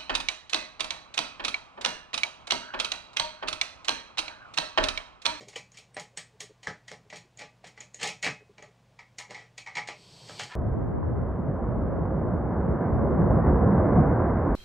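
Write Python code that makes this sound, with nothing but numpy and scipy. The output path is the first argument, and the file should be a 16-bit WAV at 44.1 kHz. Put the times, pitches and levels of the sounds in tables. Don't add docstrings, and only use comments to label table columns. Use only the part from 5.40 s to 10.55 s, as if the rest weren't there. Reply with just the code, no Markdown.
import sys
import numpy as np
from scipy import signal
from scipy.fft import rfft, irfft
from scipy.io import wavfile

SR = 44100
rng = np.random.default_rng(int(sys.argv[2]) if len(sys.argv) > 2 else 0)


def waveform_to_disk(signal):
    frames = np.transpose(np.atleast_2d(signal))
    scaled = np.clip(frames, -1, 1) * 32767
    samples = np.round(scaled).astype(np.int16)
    wavfile.write(sys.argv[1], SR, samples)


N = 227247
TIME = np.arange(N) / SR

# start in seconds, level in dB, weight in dB,
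# brightness in dB per octave, clack pitch in Hz.
TIP_CLICKS = [(0.082, -49.5, 17, 4, 2300), (0.129, -49.5, -15, -8, 2180), (0.159, -34.5, 0.5, -.5, 2240),
              (0.37, -47.5, -14, 2, 2410), (0.382, -51.5, 14.5, 3, 2300), (0.595, -44.5, 7, 4, 2080),
              (0.772, -36, -1.5, 1.5, 1980), (1.003, -39, 10.5, 3.66, 2020), (1.229, -47, 2, 0, 2050),
              (1.479, -41, -13, -1, 2030), (1.699, -43.5, -17, -4, 2190), (1.756, -48, -9, 2, 2200),
              (1.765, -47, -12, 1.5, 2150), (1.989, -46, 0, 1.5, 2010), (2.268, -55.5, 2, 4, 2020),
              (2.405, -43.5, -7.5, -3, 2290), (2.612, -38, -15, -2, 1760), (2.629, -29.5, 7.5, 1.5, 2480),
              (2.672, -33.5, -16, 2, 2340), (2.688, -34.5, 0, -2, 2380), (2.826, -33, -18, .5, 2070),
              (3.784, -37.5, -5, 1.5, 2060), (4.178, -38, -8.5, -.5, 2260), (4.473, -37, -21, -2, 2080),
              (4.993, -34, -21, -1, 2920), (5.032, -42, 1, 1, 2200)]
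# start in seconds, level in dB, weight in dB,
# brightness in dB per octave, thud pitch in Hz, clack pitch in Hz.
PANEL_KNOCKS = [(0.567, -35, -2, -1.5, 680, 2110), (1.271, -30.5, -8.5, -1.5, 416, 1760),
                (1.515, -44, 13, 3.5, 500, 2000), (1.726, -43, -15, -7, 436, 1930),
                (2.243, -48, -3, 2, 606, 1930), (2.376, -49, -12, -2.5, 440, 1930),
                (2.845, -28.5, -1, 3, 591, 2540), (2.864, -27, -6.5, 0, 440, 1880),
                (3.181, -48.5, -3, -1.5, 420, 2140), (3.223, -48, 0.5, -0.5, 575, 2070),
                (3.907, -43, 9, 2.5, 650, 1910), (4.486, -34, -4, -1, 770, 2260),
                (4.894, -45, 3, -0.5, 452, 1510), (4.997, -35.5, -2.5, 0.5, 710, 1710)]
# start in seconds, level in dB, pitch in Hz.
TIP_PINGS = [(0.318, -50.5, 6700), (0.545, -43.5, 8830), (0.774, -36, 8050), (1.973, -46.5, 6900),
             (2.405, -39, 6760), (2.544, -37, 6860), (2.611, -42, 6800), (2.826, -35, 6750),
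             (3.224, -50.5, 6630), (3.784, -37, 6700)]
# start in seconds, level in dB, brightness in dB per octave.
SCREW_CLINKS = [(3.589, -47.5, 2.5), (3.797, -44, 1), (3.944, -42.5, 5), (4.261, -44.5, 1.5),
                (4.271, -42.5, 2.5), (4.352, -38.5, 6.5), (4.368, -32.5, 3), (4.38, -37.5, 3)]
# time of the hardest push, swell and fade, all in seconds,
# level in dB, weight in dB, brightness in dB per octave.
SCRAPE_STROKES = [(0.003, 0.0037, 0.022, -49, 24, 4), (0.154, 0.1, .005, -60.5, 17, 5.5),
                  (0.345, .015, 0.033, -57, 2, 3), (1.238, 0.0078, 0.021, -53, 23.5, 5),
                  (1.297, 0.013, 0.01, -58, 20.5, -2), (1.731, 0.0046, 0.026, -43.5, 4.5, 0),
                  (2.02, 0.046, 0.0067, -40.5, -2.5, -2.5), (2.253, 0.021, 0.04, -49.5, 7, 0),
                  (2.38, 0.022, 0.017, -53.5, -2, -1), (2.635, .047, .055, -33.5, 8, 2),
                  (2.836, 0.0087, 0.017, -22.5, -26, -7), (2.875, 0.022, 0.017, -32, -7.5, -5),
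                  (3.901, 0.015, 0.02, -50, 7.5, -3), (3.967, .035, 0.087, -49.5, -1.5, -1.5),
                  (4.277, 0.0063, 0.18, -51, -22, -8.5), (4.374, 0.021, 0.013, -30.5, -10, -4.5),
                  (4.898, .028, 0.023, -48, 14, 5), (4.998, .02, 0.036, -38.5, 0, 1.5)]
# start in seconds, level in dB, pitch in Hz, 60 dB decay in seconds.
SHEET_SNAPS = [(0.158, -27.5, 2990, 0.032), (0.162, -32, 478, 0.064), (0.567, -33, 1240, 0.0071),
               (1.2715, -13.5, 1730, 0.013), (1.283, -34, 171, 0.15), (2.241, -35.5, 705, 0.028),
               (2.376, -40, 2000, 0.043), (2.865, -33.5, 292, 0.13), (3.946, -44, 2070, 0.14),
               (4.997, -30.5, 750, 0.06)]
# start in seconds, level in dB, pitch in Hz.
CHASSIS_BUMPS = [(0.009, -50, 388), (0.067, -47.5, 408), (0.725, -56.5, 550), (0.931, -54, 432),
                 (1.021, -44.5, 423), (1.089, -47.5, 424), (1.649, -56, 418), (1.837, -60.5, 363),
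                 (3.003, -51.5, 420), (3.088, -49.5, 413), (3.18, -51.5, 423), (3.225, -49.5, 593),
                 (3.27, -54, 422)]

# gain in
# a tap and in a scrape in dB, reflections in dB, their 60 dB decay and their build-up in seconds.
CONTACT_PARTS = [(-6.5, -14, 2, 0.22, 0.0043), (-5, -13, 10.5, 0.2, 0.0014), (0, -5, 1, 0.23, 0.0046),
                 (-1.5, -7, 3, 0.21, 0.0029), (-1.5, -13.5, -2, 0.24, 0.00072),
                 (10.5, -23.5, 4, 0.19, 0.0028)]
CLICK_MIX = (-12.5, -14.5, -1, -1, -1.5, -18.5)
KNOCK_MIX = (-1, -9, 1, -4.5, -10.5, -27.5)
PING_MIX = (-15.5, -52, -14, -13, -0.5, -26)
CLINK_MIX = (-16.5, -9, -1, -7.5, -16.5, -47)
SCRAPE_MIX = (-5, -9, 0.5, -1, -0.5, 0.5)
WEIGHT_SHARE = (1, .4, 0, 0, 0, 0)

# pitch in Hz, width in Hz, lift in dB.
CHASSIS_MODES = [(170.2, 11.4, 15), (302, 6.6, 6.5), (435.2, 23, 11.5), (471.4, 45, 2.5), (521, 74, 6),
                 (606.4, 20.5, 11), (753, 57, 9.5), (835.6, 12.8, 11.5), (994, 10.6, 9), (1177, 15, 10),
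                 (1290, 12.5, 9), (1744, 20, 4.5), (1927, 32, 7), (2160, 20, 5), (2325, 18, 9.5),
                 (2446, 29, -5.5), (2536, 6.9, 9.5), (2822, 21, 8), (3075, 26, 7.5), (3260, 130, 5.5),
                 (4040, 50, 7), (4417, 31, 8.5), (4950, 10, 7), (5415, 31, 7), (5630, 50, 9),
                 (5950, 6.6, -15), (6924, 400, 7), (6740, 29, 7), (7140, 1520, -7.5), (8090, 410, 7)]
SCREW_MODES = [(823, 74, 6), (942, 60, 12), (1258, 35, 12.5), (1958, 32, 8.5), (2200, 170, 10.5)]
PANEL_MODES = [(759, 30, 5.5), (985, 21, 17), (1430, 24, 14.5), (1750, 50, 11)]
BRUSH_PEAKS = [(3170, 73, 8), (4540, 350, 5), (5470, 250, 3.5), (8040, 350, 12.5), (9750, 340, 5.5),
               (12100, 660, 19.5)]
# time in seconds, level in dB.
BRUSH_SWELL = [(4.45, -65), (4.842, -55.5), (5.03, -49.5), (5.1, -59.5)]
# frequency in Hz, relative density in dB.
BRUSH_COLOUR = [(120, -39), (200, -16), (422, 3), (479, -2.5), (1010, -5), (1190, -12), (1910, -15.5),
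                (2420, -9), (4580, -4.5), (8200, -21), (15500, -28)]
ROOM_COLOUR = [(15, -60), (25, -13.5), (64, -20.5), (91, -0.5), (133, -39), (169, -21), (523, -10),
               (666, -11), (970, -14), (1200, -15.5), (1300, -21.5), (1410, -18), (3530, -23),
               (8580, -31.5), (15500, -16.5)]
# pitch in Hz, rms level in dB.
MAINS_HUM = [(50, -75), (120, -64)]
# frequency in Hz, gain in dB.
MIC_RESPONSE = [(7000, -2.5), (8400, -3.5), (9400, -9.5), (11500, -21.0), (13500, -26.5), (15500, -28)]

THUD_HZ, CLACK_HZ, PING_HZ = 430, 2050, 6830
SLIDE_S = .014


def taps():
    struck, loose = np.zeros(N), np.zeros(N)
    for s, level_db, weight_db, tilt_db, clack_hz in TIP_CLICKS:
        add(struck, s - SLIDE_S, touch(CLICK_MIX, level_db, .0031, weight_db, tilt_db, clack_hz=clack_hz))
    for s, level_db, weight_db, tilt_db, thud_hz, clack_hz in PANEL_KNOCKS:
        knock = touch(KNOCK_MIX, level_db, .00096, weight_db, tilt_db, thud_hz=thud_hz, clack_hz=clack_hz)
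        add(struck, s - SLIDE_S, knock)
    for s, level_db, hz in TIP_PINGS:
        add(struck, s - SLIDE_S, touch(PING_MIX, level_db, .00082, ping_hz=hz))
    for s, level_db, tilt_db in SCREW_CLINKS:
        add(loose, s - SLIDE_S, touch(CLINK_MIX, level_db, .0025, tilt_db=tilt_db))
    gain = np.sqrt(.0026 * SR)
    return gain * (struck + resonances(loose, SCREW_MODES))


def touch(mix, level_db, firm_rise_s, weight_db=0, tilt_db=0, firm_db=-38, softness=.25, **pitches):
    rise_s = firm_rise_s * from_db(softness * (firm_db - level_db))
    parts = zip(part_levels(mix, level_db, weight_db, tilt_db), part_bands(**pitches), CONTACT_PARTS)
    return sum(from_db(db + tap_db) * contact(edges_hz, rise_s, *room)
               for db, edges_hz, (tap_db, _, *room) in parts)


def contact(edges_hz, rise_s, wet_db, t60, build_s, slide_db=-15, slide_rise_s=.0032, size=14000):
    t = TIME[:size] - SLIDE_S
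    after = np.maximum(t, 0)
    age = after / max(rise_s, .0002)
    catch = age ** 2 * np.exp(2 * (1 - age))
    slide = from_db(slide_db) * np.exp(-abs(t) / slide_rise_s)
    reflections = from_db(-60 * after / t60) * (1 - np.exp(-after / build_s))
    envelopes = np.array([catch + slide, reflections])
    crack, tail = band(envelopes * rng.standard_normal((2, size)), *edges_hz)
    return unit_energy(crack) + from_db(wet_db) * unit_energy(tail)


def part_bands(thud_hz=THUD_HZ, clack_hz=CLACK_HZ, ping_hz=PING_HZ):
    return [(thud_hz / 3.27, thud_hz * 1.49), (620, 1400), (clack_hz - 290, clack_hz + 290),
            (2650, 5900), (ping_hz - 575, ping_hz + 575), (8400, 15000)]


def part_levels(mix, level_db, weight_db, tilt_db):
    octaves = np.log2(np.mean(part_bands(), axis=1) / CLACK_HZ)
    return level_db + np.array(mix) + weight_db * np.array(WEIGHT_SHARE) + tilt_db * octaves


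def scrapes(points=3, swell_db=17.5):
    out = np.zeros(N)
    bands = part_bands(thud_hz=380, clack_hz=2095, ping_hz=7050)
    for s, swell_s, fade_s, level_db, weight_db, tilt_db in SCRAPE_STROKES:
        t = np.arange(-swell_s, fade_s, 1 / SR)
        push = from_db(-swell_db * np.maximum(-t / swell_s, t / fade_s))
        levels = part_levels(SCRAPE_MIX, level_db, weight_db, tilt_db)
        for _ in range(points):
            friction = push * slips(len(t), per_s=220, spread_db=1.5, hiss=.16) / np.sqrt(points)
            response = sum(from_db(db + scrape_db) * contact(edges_hz, .00051, *room)
                           for db, edges_hz, (_, scrape_db, *room) in zip(levels, bands, CONTACT_PARTS))
            add(out, s - swell_s - SLIDE_S, signal.fftconvolve(friction, response))
    return out


def slips(size, per_s, spread_db, hiss):
    strength = from_db(spread_db * np.clip(rng.standard_normal(size), -2, 2))
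    direction = rng.choice([-1, 1], size)
    slipping = rng.random(size) < per_s / SR
    return rms_one(slipping * strength * direction) + hiss * rng.standard_normal(size)


def metal_rings(tip_lift_db=6):
    out = np.zeros(N)
    for s, level_db, hz, t60 in SHEET_SNAPS:
        add(out, s, ring(level_db, hz, t60, rise_s=.00028))
    for s, level_db, hz in TIP_PINGS:
        add(out, s, ring(level_db + tip_lift_db, hz, t60=.035, rise_s=.0015))
    return out


def ring(level_db, hz, t60, rise_s):
    t = np.arange(0, t60, 1 / SR)
    envelope = (1 - np.exp(-t / rise_s)) * from_db(-60 * t / t60)
    return from_db(level_db) * envelope * np.sin(2 * np.pi * hz * t)


def panel_drag(start_s=5.088, rise_s=.023, level_db=-41.5):
    friction = band(slips(N, per_s=440, spread_db=-.5, hiss=.95), 700, 3050)
    pull = np.clip((TIME - start_s) / rise_s, 0, 1)
    return from_db(level_db) * pull * rms_one(resonances(friction, PANEL_MODES))


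def arm_brush(rustle_gain_db=6, rumble_gain_db=2, fade_s=.13):
    s, db = np.transpose(BRUSH_SWELL)
    fade = np.clip(np.minimum(TIME - s[0], s[-1] + fade_s - TIME) / fade_s, 0, 1)
    rustle = from_db(rustle_gain_db) * rms_one(resonances(coloured_noise(BRUSH_COLOUR), BRUSH_PEAKS))
    rumble = from_db(rumble_gain_db) * band_noise(97, 167)
    return from_db(np.interp(TIME, s, db)) * fade * (rustle + rumble)


def chassis_rocking(length_s=.036, gain_db=-2, roughness=.5):
    out, t = np.zeros(N), np.arange(0, length_s, 1 / SR)
    arch = np.sin(np.pi * t / length_s)
    for s, level_db, hz in CHASSIS_BUMPS:
        add(out, s, from_db(level_db + gain_db) * arch * np.sin(2 * np.pi * hz * t))
    return out * (1 + roughness * band_noise(24.4, 139))


def bench_boom(sound, gain_db=-6, lag_s=.0137, decay_s=.0085):
    keep = np.exp(-1 / (decay_s * SR))
    low_power = signal.lfilter([1 - keep], [1, -keep], band(sound, 131, 406) ** 2)
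    swell = np.sqrt(np.interp(TIME - lag_s, TIME, low_power))
    return from_db(gain_db) * swell * band_noise(112.6, 197)


def room_background(rumble_db=-66, tone_db=-60.5):
    hum = sum(from_db(db) * np.sqrt(2) * np.sin(2 * np.pi * (hz * TIME + rng.random()))
              for hz, db in MAINS_HUM)
    rumble = from_db(rumble_db) * band_noise(103, 202)
    return hum + rumble + from_db(tone_db) * coloured_noise(ROOM_COLOUR)


def resonances(x, modes):
    for hz, width_hz, lift_db in modes:
        radius = np.exp(-np.pi * width_hz / SR)
        feed = np.array([1, 0, -1]) * (1 - radius ** 2) / 2
        feedback = [1, -2 * radius * np.cos(2 * np.pi * hz / SR), radius ** 2]
        x = x + (from_db(lift_db) - 1) * signal.lfilter(feed, feedback, x + 1e-18)
    return x


def coloured_noise(spectrum):
    hz, db = np.transpose(spectrum)
    gain = from_db(np.interp(np.log(np.fft.rfftfreq(N, 1 / SR) + 1), np.log(hz), db))
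    return rms_one(irfft(rfft(rng.standard_normal(N)) * gain, N))


def band_noise(low_hz, high_hz):
    return rms_one(band(rng.standard_normal(N), low_hz, high_hz))


def band(x, low_hz, high_hz):
    return signal.sosfilt(signal.butter(2, [low_hz, high_hz], "band", fs=SR, output="sos"), x + 1e-18)


def add(track, s, sound):
    at = int(s * SR)
    sound, at = sound[max(-at, 0):], max(at, 0)
    track[at:at + len(sound)] += sound[:max(N - at, 0)]


def from_db(db):
    return 10 ** (np.asarray(db) / 20)


def rms_one(x):
    return x / np.sqrt(np.mean(x ** 2) + 1e-20)


def unit_energy(x):
    return x / np.sqrt(np.sum(x ** 2) + 1e-20)


def scene():
    heard = resonances(taps() + scrapes(), CHASSIS_MODES)
    heard += metal_rings() + arm_brush() + panel_drag()
    heard += bench_boom(heard) + chassis_rocking() + room_background()
    return np.array([heard, heard])


def record(dry):
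    hz = np.fft.rfftfreq(N, 1 / SR)
    response = from_db(np.interp(hz, *np.transpose(MIC_RESPONSE)))
    dulled = irfft(rfft(dry) * response, N)
    cutoff_hz = 15720
    return signal.sosfilt(signal.ellip(12, .1, 80, cutoff_hz, fs=SR, output="sos"), dulled)


dry = scene()
out = record(dry)
waveform_to_disk(out)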